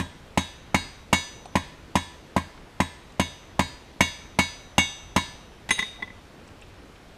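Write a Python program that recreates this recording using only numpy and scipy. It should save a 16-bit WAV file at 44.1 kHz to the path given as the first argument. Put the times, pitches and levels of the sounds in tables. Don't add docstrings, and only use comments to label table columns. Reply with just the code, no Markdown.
import sys
import numpy as np
from scipy import signal
from scipy.fft import rfft, irfft
from scipy.io import wavfile
from scipy.ndimage import uniform_filter1d

SR = 44100
rng = np.random.default_rng(int(sys.argv[2]) if len(sys.argv) > 2 else 0)


def undo_db(level):
    steps = np.asarray(level, float) / 20
    return 10 ** steps


def unload_wav(signal):
    wavfile.write(
        sys.argv[1],
        SR,
        np.round(np.clip(np.atleast_2d(signal).T, -1, 1) * 32767).astype(np.int16),
    )


N = 316197
LEAD = 2048

# (level [dB], t60 [s], change along [dB/step], across [dB/step], tilt [dB/step])
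ANVIL = [(-38.5, 0.35, -10.5, -5, 2.3), (-38.5, .49, -6.5, -1.5, -1.5), (-30.5, 0.27, 3.5, -6, 8.5),
         (-47, 0.6, 2, -1.5, 6), (-35.5, 0.43, -2.5, 7.5, -1.5), (-37.5, 0.54, -1.2, 4, 1.8),
         (-32, 0.31, -3, -.3, -3), (-44, 0.51, -3.5, -5.5, -1), (-28, .272, -1.5, -4.5, 1.5),
         (-48.5, 0.87, 3.5, 1.5, 2), (-49, 0.63, -1.5, 5, -1), (-50.5, 0.36, 5, -5, -4),
         (-60, 0.29, -1, -1, -1.2), (-70, 0.39, -8, 2.9, 1)]
# (level [dB], t60 [s], change along [dB/step], across [dB/step], tilt [dB/step])
HORN = [(-54, 0.5, -8.9, 6.5, 3.4), (-51.5, 0.3, 1, -7, -3), (-46, 0.41, 1, 4.5, 6),
        (-62, 0.24, 2, -2, 1.7), (-56, 0.33, 4, -1.4, 6), (-53, 0.45, 4, -1.8, 10),
        (-60, 0.88, -3, 4.9, -3), (-51, 0.47, -7, -4.7, -13), (-62, 0.48, 2.7, 2, -6),
        (-56, 0.49, 2, 1.9, -6), (-72.8, 0.69, 2.1, 1.8, 4.5), (-65, 0.5, 4, -4, 1),
        (-70.9, 0.62, -0.4, -2, -10), (-69.5, 0.57, -1.7, 0.2, 2.1)]


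def evened(x):
    return x / np.sqrt(np.mean(x ** 2) + 1e-20)


def read(points, hz):
    f, value = np.transpose(points)
    return np.interp(np.log(hz + 1), np.log(f + 1), value)


def add(mix, start_s, sound):
    part = mix[round(start_s * SR) + LEAD:][:len(sound)]
    part += sound[:len(part)]


def highpassed(x, hz, order=2):
    return signal.lfilter(*signal.butter(order, hz, "high", fs=SR), x)


def ring(hz, db, t60_s, seconds):
    t = np.arange(round(seconds * SR))[:, None] / SR
    decay = undo_db(db - 60 * t / np.maximum(t60_s, .004))
    return decay * np.sin(2 * np.pi * hz * t)


def muffled(x, free_s):
    resting_s = np.maximum(np.arange(len(x)) / SR - free_s, 0)
    return x * undo_db(-900 * resting_s)


def stump():
    # (frequency [Hz], level [dB], t60 [s], direction toward the listener [-1 or 1])
    thud_modes = [(84, -19.8, 0.216, -1), (143, -41.3, 0.398, 1), (194, -13.5, 0.053, 1),
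                  (266, -17.6, 0.112, -1), (322, -19.2, 0.04, 1), (450, -21.0, 0.015, -1),
                  (579, -16.2, 0.032, -1), (850, -14.1, 0.021, 1), (966, -14.0, 0.031, 1),
                  (995, -26.2, 0.079, -1), (1047, -19.4, 0.027, -1), (1320, -29, 0.024, -1)]
    hz, db, t60_s, direction = np.transpose(thud_modes)
    return ring(hz, db, t60_s, .5) @ direction


def burst(t60_s, dull, rise_s=.0006):
    # (frequency [Hz], density [dB/Hz])
    crack_colour = [(650, 18), (1100, -4.5), (1410, -15), (2110, -8), (4830, -18), (8000, -13),
                    (13000, -21), (16000, -29)]
    size = 8192
    t, hz = np.arange(size) / SR, np.fft.rfftfreq(size, 1 / SR)
    colour = undo_db(read(crack_colour, hz) - dull * 23.9 * np.log2(1 + hz / 1500))
    colour = colour / (1 + (1250 / (hz + 1)) ** 6)
    noise = evened(irfft(rfft(rng.standard_normal(size)) * colour))
    return noise * undo_db(-60 * t / t60_s) * (1 - np.exp(-t / rise_s))


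def anvil():
    body_hz = [1616, 1740, 2217, 2803, 3390, 3708, 3833, 4334, 4844, 6022, 6403, 6815, 7032, 9511]
    horn_hz = [3204, 4156, 6328, 7470, 7624, 7807, 8088, 8262, 8378, 8989, 9250, 9944, 12028, 13502]
    # (offset [Hz], signed share [1], t60 [s])
    body_twins = [(-28.9, -.06, .53), (-7.0, .29, .58), (4.3, .17, .54), (0.0, 4.74, .16), (-3.0, -.15, .8),
                  (-14.8, -.04, .8), (-6.4, -.3, .39), (-4.3, .08, .59), (-.9, -.77, .36),
                  (-10.6, -.16, .47), (4.5, 5.0, .15), (4.0, .08, .8), (-6.8, -.18, .38),
                  (-11.1, 1.62, .19)]
    # (offset [Hz], share [1], t60 [s])
    horn_twin = (-5, .3, .16)
    hz = np.array(body_hz + horn_hz)
    t60_s = np.transpose(ANVIL + HORN)[1]
    offset_hz, share, twin_t60_s = np.transpose(body_twins + [horn_twin] * len(HORN))
    return ring(hz, 0, t60_s, .6) + share * ring(hz + offset_hz, 0, twin_t60_s, .6)


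def either_sign():
    return rng.choice([-1., 1.], len(ANVIL + HORN))


def blows(modes, thud):
    # (time [s], contact hardness [dB], place across the face [-1..1], hammer tilt [-1..1], bar ring [dB])
    strikes = [(-0.0077, -13.5, 0.19, -0.44, -39.5), (0.374, -0.8, 0.26, -0.33, -42),
               (0.744, 1, -0.93, -0.15, -35), (1.1276, 9, -0.2, -0.42, -32), (1.5541, -7, 0.002, 0.17, -29),
               (1.954, -1.8, -0.11, -0.24, -29.5), (2.3633, -12, -0.2, 1, -28),
               (2.8013, -6, -0.047, -0.73, -32), (3.1957, 0, 0.23, 0.15, -33.5),
               (3.5925, -1.5, -0.78, -0.16, -31), (4.006, 6.5, 0.064, 0.13, -35),
               (4.3875, 6, -0.48, .05, -31), (4.7803, 8, 0.64, 0.78, -51), (5.1616, 3, -.13, -0.24, -26)]
    # (multiple of the bar's pitch [1], level [dB], t60 [s])
    bar_modes = [(.9, -29, 0.15), (0.998, 3, 0.06), (1.07, -2.5, 0.077), (1.9, 8, 0.01), (2.5, -43, .03)]
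    dull = .3
    knock, clang = np.zeros(N + LEAD), np.zeros(N + LEAD)
    mode_db, _, *shape = np.transpose(ANVIL + HORN)
    multiple, part_db, bar_t60_s = np.transpose(bar_modes)
    for s, hard_db, across, tilt, bar_db in strikes:
        bar_hz = 983 - 1.8 * hard_db
        bar = muffled(ring(bar_hz * multiple, part_db, bar_t60_s, .2).sum(1), free_s=.034)
        struck_s = s + .00228
        hop_s = struck_s + 14 / bar_hz
        crack = burst(0.053, dull) + undo_db(-13.0) * burst(0.14, dull)
        add(knock, s, undo_db(0.34) * thud)
        add(knock, s + 0.000999, undo_db(-16 + 0.47 * hard_db) * crack)
        add(knock, struck_s, undo_db(bar_db) * bar)
        add(knock, hop_s, undo_db(bar_db + 3.5) * bar)
        add(knock, hop_s, undo_db(-32) * burst(0.066, dull, rise_s=0.0026))
        along = .09 * hard_db
        drive = undo_db(mode_db + hard_db + np.array([along, across, tilt]) @ shape)
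        add(clang, s + 0.000998, modes @ (drive * either_sign()))
        add(clang, hop_s, undo_db(-15) * modes @ (drive * either_sign()))
    return knock, clang


def air():
    # (frequency [Hz], density [dB/Hz])
    wash_colour = [(12, -12), (20, 8), (87, -5.5), (284, -9.5), (812, -15.5), (2200, -22), (3820, -26),
                   (14800, -45.5)]
    frames, hz = N // 256 + 5, np.fft.rfftfreq(1024, 1 / SR)
    a, b, patches = rng.standard_normal((frames, 513, 3)).T
    patches = uniform_filter1d(patches, size=12, axis=0)
    patches = evened(uniform_filter1d(patches, size=14, axis=1))
    gusts = evened(uniform_filter1d(rng.standard_normal(frames), size=20))
    lumpy_db = .6 * gusts / (1 + hz[:, None] / 150)
    z = (a + 1j * b) * undo_db(read(wash_colour, hz)[:, None] + 0.98 * patches + lumpy_db)
    return undo_db(-47) * evened(signal.istft(z, nperseg=1024, noverlap=768)[1][:N])


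def trees():
    # (frequency [Hz], t60 [s], level [dB])
    trunk_bands = [(150, 0.13, -1), (298, 0.31, -19.5), (935, 0.6, -15.5), (2000, 0.72, -13.5),
                   (3670, 0.95, -10), (8050, 0.48, -8.5), (14100, 0.52, -14.5)]
    echoes = np.zeros(SR)
    at = np.arange(500, SR - 20, 20)
    echoes[at + rng.integers(0, 20, len(at))] = rng.choice([-1., 1.], len(at))
    hz, t, z = signal.stft(echoes, SR, nperseg=256)
    band_hz, band_t60_s, band_db = np.transpose(trunk_bands)
    t60_s = read([*zip(band_hz, band_t60_s)], hz)[:, None]
    db = read([*zip(band_hz, band_db)], hz)[:, None]
    even = 1 / np.sqrt(SR / 20 * t60_s / np.log(1e6))
    return signal.istft(z * even * undo_db(db - 60 * t / t60_s), SR, nperseg=256)[1]


def clicks():
    # (time [s], level [dB], frequency [Hz], width [Hz], t60 [s])
    ticks = [(1.456, -30, 830, 250, 0.025), (1.455, -36, 3000, 2500, 0.015),
             (1.4565, -47, 8340, 1200, 0.027), (2.576, -36, 2500, 1500, 0.018),
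             (3.121, -47, 5000, 3000, .02), (5.988, -35.5, 716, 150, 0.041),
             (6.476, -49, 6840, 2000, 0.037), (6.487, -42.5, 3000, 700, .015),
             (6.614, -43.5, 7900, 900, .015), (6.6213, -32.5, 2600, 900, 0.013),
             (6.627, -52, 2940, 900, .08), (6.957, -48, 2800, 800, .03)]
    size = 2048
    out, t = np.zeros(N + LEAD), np.arange(size) / SR
    for s, db, hz, width_hz, t60_s in ticks:
        shape = 1 / (1 + ((np.fft.rfftfreq(size, 1 / SR) - hz) / width_hz) ** 4)
        puff = evened(irfft(rfft(rng.standard_normal(size)) * shape))
        add(out, s, undo_db(db - 60 * t / t60_s) * (1 - np.exp(-t / 0.0012)) * puff)
    return out


def laid_down(modes, thud):
    # (time [s], head ring [dB], tick [dB], thud [dB])
    touches = [
        (5.6901, -35, -23, -19),
        (5.7069, -17.5, -15, -13.5),
        (5.782, -34, -36, -25),
        (5.7897, -21.5, -21, -32),
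        (5.8243, -26, -33, -43),
        (6.0002, -50, -60, -32),
        (6.0237, -27, -42, -26),
        (6.0758, -44, -60, -38),
        (6.1, -44, -58, -44),
    ]
    # (frequency [Hz], level [dB], t60 [s])
    head_modes = [(213, -7, 0.043), (431, -12.5, 0.26), (1062, -5, 0.04), (2005, 5.5, 0.061),
                  (1990, -24, 0.07), (2340, -44, 0.018), (3410, -10, 0.09), (3560, -10, 0.085),
                  (4100, -24, 0.11), (9200, -27, .05), (13600, -16, .05)]
    # (first [dB], second [dB])
    face_db = [(-52, -58), (-51, -60), (-45, -49), (-46.5, -56), (-39, -40), (-34, -28.5), (-26.5, -35),
               (-52, -52), (-31, -33), (-60, -51), (-39.5, -52), (-57, -62), (-53, -60), (-34.5, -53)]
    # (first [dB], second [dB])
    horn_touch_db = (5, -6)
    dull = 0.45
    knock, clang = np.zeros(N + LEAD), np.zeros(N + LEAD)
    soft = signal.windows.hann(9) / 4
    head = np.convolve(ring(*np.transpose(head_modes), .2).sum(1), soft)
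    head = muffled(head, free_s=.02)
    for s, head_db, tick_db, thud_db in touches:
        tick = burst(0.068, dull, rise_s=0.00026) + undo_db(-20) * burst(0.93, dull)
        tick = highpassed(tick, 2200)
        add(knock, s, undo_db(head_db - 5) * head)
        add(knock, s + 0.00354, undo_db(head_db) * head)
        add(knock, s, undo_db(tick_db) * tick + undo_db(thud_db) * thud[:len(tick)])
    horn_db = [np.add(row[0], horn_touch_db) for row in HORN]
    first_db, second_db = np.transpose(face_db + horn_db)
    first_s, second_s = touches[1][0], touches[3][0]
    stilled = np.clip((second_s - first_s - np.arange(len(modes)) / SR) / .004 + 1, 0, 1)
    add(clang, first_s, stilled * (modes @ (undo_db(first_db) * either_sign())))
    add(clang, second_s, modes @ (undo_db(second_db) * either_sign()))
    return knock, clang


def scene():
    modes, thud = anvil(), stump()
    knock, clang = blows(modes, thud)
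    rattle, chime = laid_down(modes, thud)
    small = rattle + clicks()
    ground = np.roll(knock + small, round(.00575 * SR))
    echoes = highpassed(trees(), 200)
    sent = knock + undo_db(-10) * small + undo_db(-8) * (clang + chime)
    wet = signal.fftconvolve(sent, echoes)[:N + LEAD]
    contacts = knock + small + clang + chime + .27 * ground + wet
    return (contacts[LEAD:] + air())[None]


def starved(x):
    hz, _, z = signal.stft(x, SR, nperseg=1024)
    band_power = (abs(z[:512]) ** 2).reshape(64, 8, -1).mean(1)
    band_db = 10 * np.log10(np.repeat(band_power, 8, 0) + 1e-20)
    over_db = band_db - np.median(band_db, 1, keepdims=True)
    need_db = np.select([hz[:512] > 15100, hz[:512] > 12800], [16, -1.3], -99)[:, None]
    z[:512] *= over_db > need_db
    return signal.istft(z, SR, nperseg=1024)[1][:N]


def band_limit(x):
    return signal.sosfilt(signal.butter(12, 16490, fs=SR, output="sos"), x)


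def record(dry):
    cut = highpassed(dry[0], 22, order=1)
    cut = signal.oaconvolve(cut, signal.firwin(127, 15600, fs=SR), "same")
    return band_limit(starved(cut)[None])


dry = scene()
out = record(dry)
unload_wav(out)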